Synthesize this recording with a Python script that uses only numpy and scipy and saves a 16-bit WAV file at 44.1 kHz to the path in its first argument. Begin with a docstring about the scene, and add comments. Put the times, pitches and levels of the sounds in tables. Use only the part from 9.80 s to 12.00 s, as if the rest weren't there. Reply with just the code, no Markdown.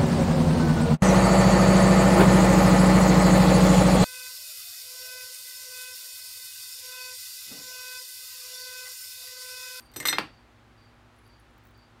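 """A small workshop, one microphone near a wooden workbench. A strip of glass breaks off in the pliers,
clinks over the bench, ringing anew at each contact, and falls flat with a slap that chokes the ring.
The steel jaws then grind faintly on the edge of the sheet. Behind it lie room air and a machine hum,
and far off a cricket chirps with its wings."""
import sys
import numpy as np
from scipy import signal
from scipy.fft import rfft, irfft
from scipy.io import wavfile
from scipy.ndimage import uniform_filter1d

SR = 44100
rng = np.random.default_rng(int(sys.argv[2]) if len(sys.argv) > 2 else 0)


def generate_wav(sig):
    """Save sig (samples, or channels by samples) to the path in sys.argv[1] as 16-bit PCM at SR."""
    pcm = np.round(np.clip(np.atleast_2d(sig).T, -1, 1) * 32767).astype(np.int16)
    wavfile.write(sys.argv[1], SR, pcm)


N = 97020
HZ = np.fft.rfftfreq(N, 1 / SR)
T = np.arange(SR // 2) / SR  # time within one event, s

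# spectrum of the room air: f/Hz, relative level/dB
AIR_SPECTRUM = [(12, -29), (20, -17), (46, 2), (81, -11), (110, 0), (182, -13.5), (241, -7.5), (270, -11.5),
                (301, -13), (388, -13), (1290, -12.5), (3740, -24), (4540, -26.5), (5080, -29.5),
                (16000, -45)]
# tones of the machine hum: f/Hz, rms level/dB
HUM_TONES = [(59.2, -65), (102.3, -78.5), (107, -64.5), (241, -67.5), (312.2, -73.5), (360.7, -73.5),
             (802, -76)]
# reverberation of the workshop: f/Hz, t60/s
ROOM_DECAY = [(100, 0.54), (500, 0.23), (2000, 0.24), (5000, .27), (9000, 0.223), (15000, 0.13)]
# the jaws bite the glass: t/s, level/dB, centre f/Hz
JAW_BITES = [(.005, -48.5, 12500), (0.027, -70, 10200), (0.055, -62, 12000), (.063, -63, 9600),
             (0.116, -54, 13300), (1.3622, -64, 10300), (1.387, -61, 10300), (1.4655, -68, 12000),
             (1.4769, -64.5, 11200), (1.5977, -61, 10260), (1.7069, -72, 10400), (1.7383, -72, 10400),
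             (1.7797, -62, 14900), (1.8376, -65, 15400), (1.853, -59, 15400), (1.869, -60, 15400),
             (1.886, -65, 15400), (1.9089, -63, 15400), (1.976, -63, 15000)]
# the glass rubs in the jaws: t/s, length/s, level/dB, centre f/Hz
JAW_RUBS = [(0, 0.085, -69, 8860), (1.34, 0.18, -79, 10400), (1.594, 0.036, -80, 10380)]
# chirps of the far cricket: t/s, level/dB
CRICKET_CHIRPS = [(0.013, -59), (.492, -62), (.972, -61.5), (1.453, -61.5), (1.942, -61)]
# modes of the strip, one list each: f/Hz, relative level/dB, t60/s
MODE_HZ = [1799, 1944, 2103, 3667, 4122, 5040, 5918, 5980, 7780, 8238, 8361, 9948, 11375, 11595, 12580,
           13318, 14830]
MODE_DB = [-2.5, -2, 3.5, -0.5, 0, -6.5, 0.5, -8, -4.5, -10.5, 3, -9, 2, -0.5, -4, 2, -4]
MODE_T60 = [0.13, 0.12, 0.2, 0.11, 0.11, 0.14, 0.23, 0.13, 0.083, 0.11, 0.084, 0.094, 0.079, 0.079, 0.091,
            0.098, 0.16]
# bands in which a contact excites the strip: f/Hz
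STRIKE_BANDS = [2000, 4000, 6000, 8300, 13000]
# the strip hits the bench: t/s, level/dB in each of the five STRIKE_BANDS, thump/dB, knock/dB, tick/dB
CONTACTS = [(0.1378, -60, -56, -64, -56.5, -60.5, -61.5, -59, -55),
            (0.161, -63, -46, -49, -53.5, -63, -43.5, -37.5, -37),
            (0.1637, -59, -41.5, -42.5, -37, -41.5, -40, -55, -44),
            (0.2013, -37, -50, -50, -36, -55, -41, -39.5, -31),
            (0.2267, -46.5, -56.5, -49.5, -53.5, -52.5, -45, -38.5, -46),
            (0.2536, -28.5, -26, -32.5, -29.5, -34, -39.5, -23.5, -30.5),
            (.2726, -41, -69, -44, -35, -29, -46.5, -46, -24),
            (.2838, -31, -16, -31, -30.5, -38, -48, -26, -27.5),
            (.2945, -28.5, -62, -31.5, -25, -38.5, -40, -40.5, -52),
            (0.328, -32, -23.5, -41, -50, -48, -37.5, -23.5, -48)]
# spectra of bench thump, knock on its top, glass-edge tick and final thud: f/Hz, relative level/dB
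THUMP_SPECTRUM = [(50, -27.5), (135, -3), (210, -14), (295, 1), (420, -5.5), (640, -7.5), (1000, -19),
                  (3000, -56.5)]
KNOCK_SPECTRUM = [(150, -34), (550, -6.5), (1080, 1), (1800, -1.5), (2600, -4.5), (3400, -6), (5500, -17),
                  (16000, -43)]
TICK_SPECTRUM = [(300, -32.5), (2000, -6.5), (4500, -3), (7000, 1.5), (9000, -2), (10500, -13),
                 (13000, 2.5), (14100, -18), (15100, -8), (16000, -19.5)]
THUD_SPECTRUM = [(40, -44), (130, 0), (320, -4.5), (520, -24.5), (1050, -5.5), (1900, 10), (2800, 1.5),
                 (4900, -3), (6000, -15), (11800, -19), (16000, -34)]
# decay of the same four blows: f/Hz, t60/s
THUMP_DECAY = [(100, 0.21), (700, .11)]
KNOCK_DECAY = [(400, 0.026), (1100, 0.039), (5000, 0.059)]
TICK_DECAY = [(1000, 0.028), (16000, 0.04)]
THUD_DECAY = [(100, 0.1), (350, 0.24), (1100, 0.035), (5000, 0.023), (14000, .04)]
# points of the strip touch as it lands flat: t/s, peak level/dB, centre f/Hz, half-width/s
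SLAP_PULSES = [(0.3844, -18, 3360, 0.00049), (.3850, -12.5, 1060, 0.00084), (.3851, -15, 2390, 0.00036),
               (.3871, -19.5, 4500, 0.00037), (0.3875, -36.5, 980, 0.0014), (.3924, -21, 470, 0.0011)]


def amp(db):
    """Decibels to gain."""
    return 10 ** (np.asarray(db) / 20)


def unit(x):
    """Scales to rms 1."""
    return x / np.sqrt(np.mean(x ** 2) + 1e-20)


def read(points, hz):
    """Reads a table on a log-frequency axis."""
    f, value = np.transpose(points)
    return np.interp(np.log(hz + 1), np.log(f + 1), value)


def fade(t60):
    """Exponential decay, 60 dB in t60 seconds."""
    return amp(-60 * T / t60)


def add(mix, start, sound):
    """Mixes a sound in at start seconds."""
    part = mix[max(round(start * SR), 0):][:len(sound)]
    part += sound[:len(part)]


def noise(gain):
    """Noise of rms 1 with the given relative gain at each of HZ."""
    return unit(irfft(gain * np.exp(2j * np.pi * rng.random(len(HZ))), N))


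def dying(x, decay):
    """Lets each band of x die at its own speed, with a sharp start."""
    centres = np.geomspace(60, 16000, 10)
    spectrum = rfft(x)
    out = np.zeros(len(T))
    for hz, share in zip(centres, np.eye(len(centres))):
        band = irfft(spectrum * read(list(zip(centres, share)), HZ), N)
        out += band[:len(T)] * fade(read(decay, hz))
    return out


def burst(spectrum, decay):
    """A dense cluster of short-lived resonances set off by one blow."""
    return dying(noise(amp(read(spectrum, HZ))), decay)


def air_and_hum(air_db=-58.5, waver_rad=0.35):
    """Steady room air around the microphone and a slightly wavering machine hum."""
    t = np.arange(N) / SR
    hum = np.zeros(N)
    for hz, db in HUM_TONES:
        phase = 2 * np.pi * (hz * t + rng.random())
        drift = waver_rad * noise(np.exp(-HZ / 3))
        hum += amp(db) * np.sqrt(2) * np.sin(phase + drift)
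    return amp(air_db) * noise(amp(read(AIR_SPECTRUM, HZ))) + hum


def pliers():
    """Steel jaws on glass: tiny high bites and thin gritty rubs."""
    def grit(hz, width_hz, floor):
        return noise(1 / (1 + ((HZ - hz) / width_hz) ** 2) + floor)[:len(T)]
    out = np.zeros(N)
    for start, db, hz in JAW_BITES:
        add(out, start, amp(db) * grit(hz, width_hz=200, floor=0.12) * fade(t60=0.026))
    for start, length, db, hz in JAW_RUBS:
        roughness = unit(uniform_filter1d(rng.standard_normal(len(T)), size=160))
        grain = unit(amp(2.6 * roughness))  # the level flickers by 2.6 dB rms
        swell = np.sqrt(abs(np.sin(np.pi * np.minimum(T / length, 1))))
        add(out, start, amp(db) * grit(hz, width_hz=130, floor=0.046) * grain * swell)
    return out


def room(x, delay_s=0.0032):
    """The workshop's diffuse tail, reaching the microphone just after the direct sound."""
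    tail = dying(noise(1), ROOM_DECAY) * np.clip(T / delay_s - 1, 0, 1)
    return signal.fftconvolve(x, tail / np.linalg.norm(tail))[:N]


def cricket(pitch_hz=4760, sag_hz=440, stroke_s=0.022, spacing_s=0.0385, echo_s=0.016):
    """Far off, three wing strokes a chirp, each sagging in pitch, with an echo and much room."""
    progress = np.arange(0, stroke_s, 1 / SR) / stroke_s
    phase = 2 * np.pi * np.cumsum(pitch_hz - sag_hz * progress ** 2) / SR
    stroke = np.sin(np.pi * progress) * np.sin(phase)
    out = np.zeros(N)
    for start, db in CRICKET_CHIRPS:
        for k, accent_db in enumerate((-3, 0, 0)):
            direct = amp(db + accent_db) * stroke
            echo = 0.84 * direct * (1 - progress)
            add(out, start + k * spacing_s, direct)
            add(out, start + k * spacing_s + echo_s, echo)
    return out + 0.82 * room(out)


def glass_ring(rise_s=0.0018, choke_s=0.004, surviving_share=0.55):
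    """Every contact damps the strip's modes and strikes them anew; lying flat chokes them."""
    out = np.zeros(N)
    landing = SLAP_PULSES[0][0]
    for start, *band_db, _, _, _ in CONTACTS:
        t = start + T
        strike = list(zip(STRIKE_BANDS, band_db))
        ring = sum(amp(db + read(strike, hz)) * fade(t60) * np.sin(2 * np.pi * hz * T)
                   for hz, db, t60 in zip(MODE_HZ, MODE_DB, MODE_T60))
        attack = np.minimum(T / rise_s, 1)
        hits_since = sum(np.clip((t - hit) / choke_s, 0, 1) for hit, *_ in CONTACTS if hit > start)
        choke = np.exp(-np.maximum(t - landing, 0) / choke_s)
        add(out, start, ring * attack * surviving_share ** hits_since * choke)
    return out


def bench_knocks(thump_rise_s=0.0037):
    """Each contact also thumps the bench, knocks its top and ticks at the glass edge."""
    out = np.zeros(N)
    for start, *_, thump_db, knock_db, tick_db in CONTACTS:
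        thump = amp(thump_db) * burst(THUMP_SPECTRUM, THUMP_DECAY) * np.minimum(T / thump_rise_s, 1)
        knock = amp(knock_db) * burst(KNOCK_SPECTRUM, KNOCK_DECAY)
        tick = amp(tick_db) * burst(TICK_SPECTRUM, TICK_DECAY)
        add(out, start, thump + knock + tick)
    return out


def slap(thud_db=-19.5):
    """Brief pressure pulses as the strip lands flat; the bench thuds under the strongest."""
    out = np.zeros(N)
    for touch, db, hz, half_width in SLAP_PULSES:
        t = np.arange(N) / SR - touch
        out += amp(db) * np.exp(-(t / half_width) ** 2) * np.cos(2 * np.pi * hz * t)
    add(out, SLAP_PULSES[1][0], amp(thud_db) * burst(THUD_SPECTRUM, THUD_DECAY))
    return out


def scene():
    """Glass and bench close up with a little room; cricket, air and hum behind them."""
    glass = glass_ring() + pliers()
    blows = bench_knocks() + slap()
    reverb = room(amp(-11) * glass + amp(-9) * blows)
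    return (glass + blows + reverb + cricket() + air_and_hum())[None]


def record(dry, low_cut_hz=37.7, high_cut_hz=16100):
    """The microphone feeds the recorder's low cut and band limit."""
    low_cut = signal.butter(6, low_cut_hz, btype="high", fs=SR, output="sos")
    band_limit = signal.firwin(255, high_cut_hz, window=("kaiser", 8), fs=SR)
    return signal.oaconvolve(signal.sosfilt(low_cut, dry), band_limit[None], "same")


dry = scene()
out = record(dry)
generate_wav(out)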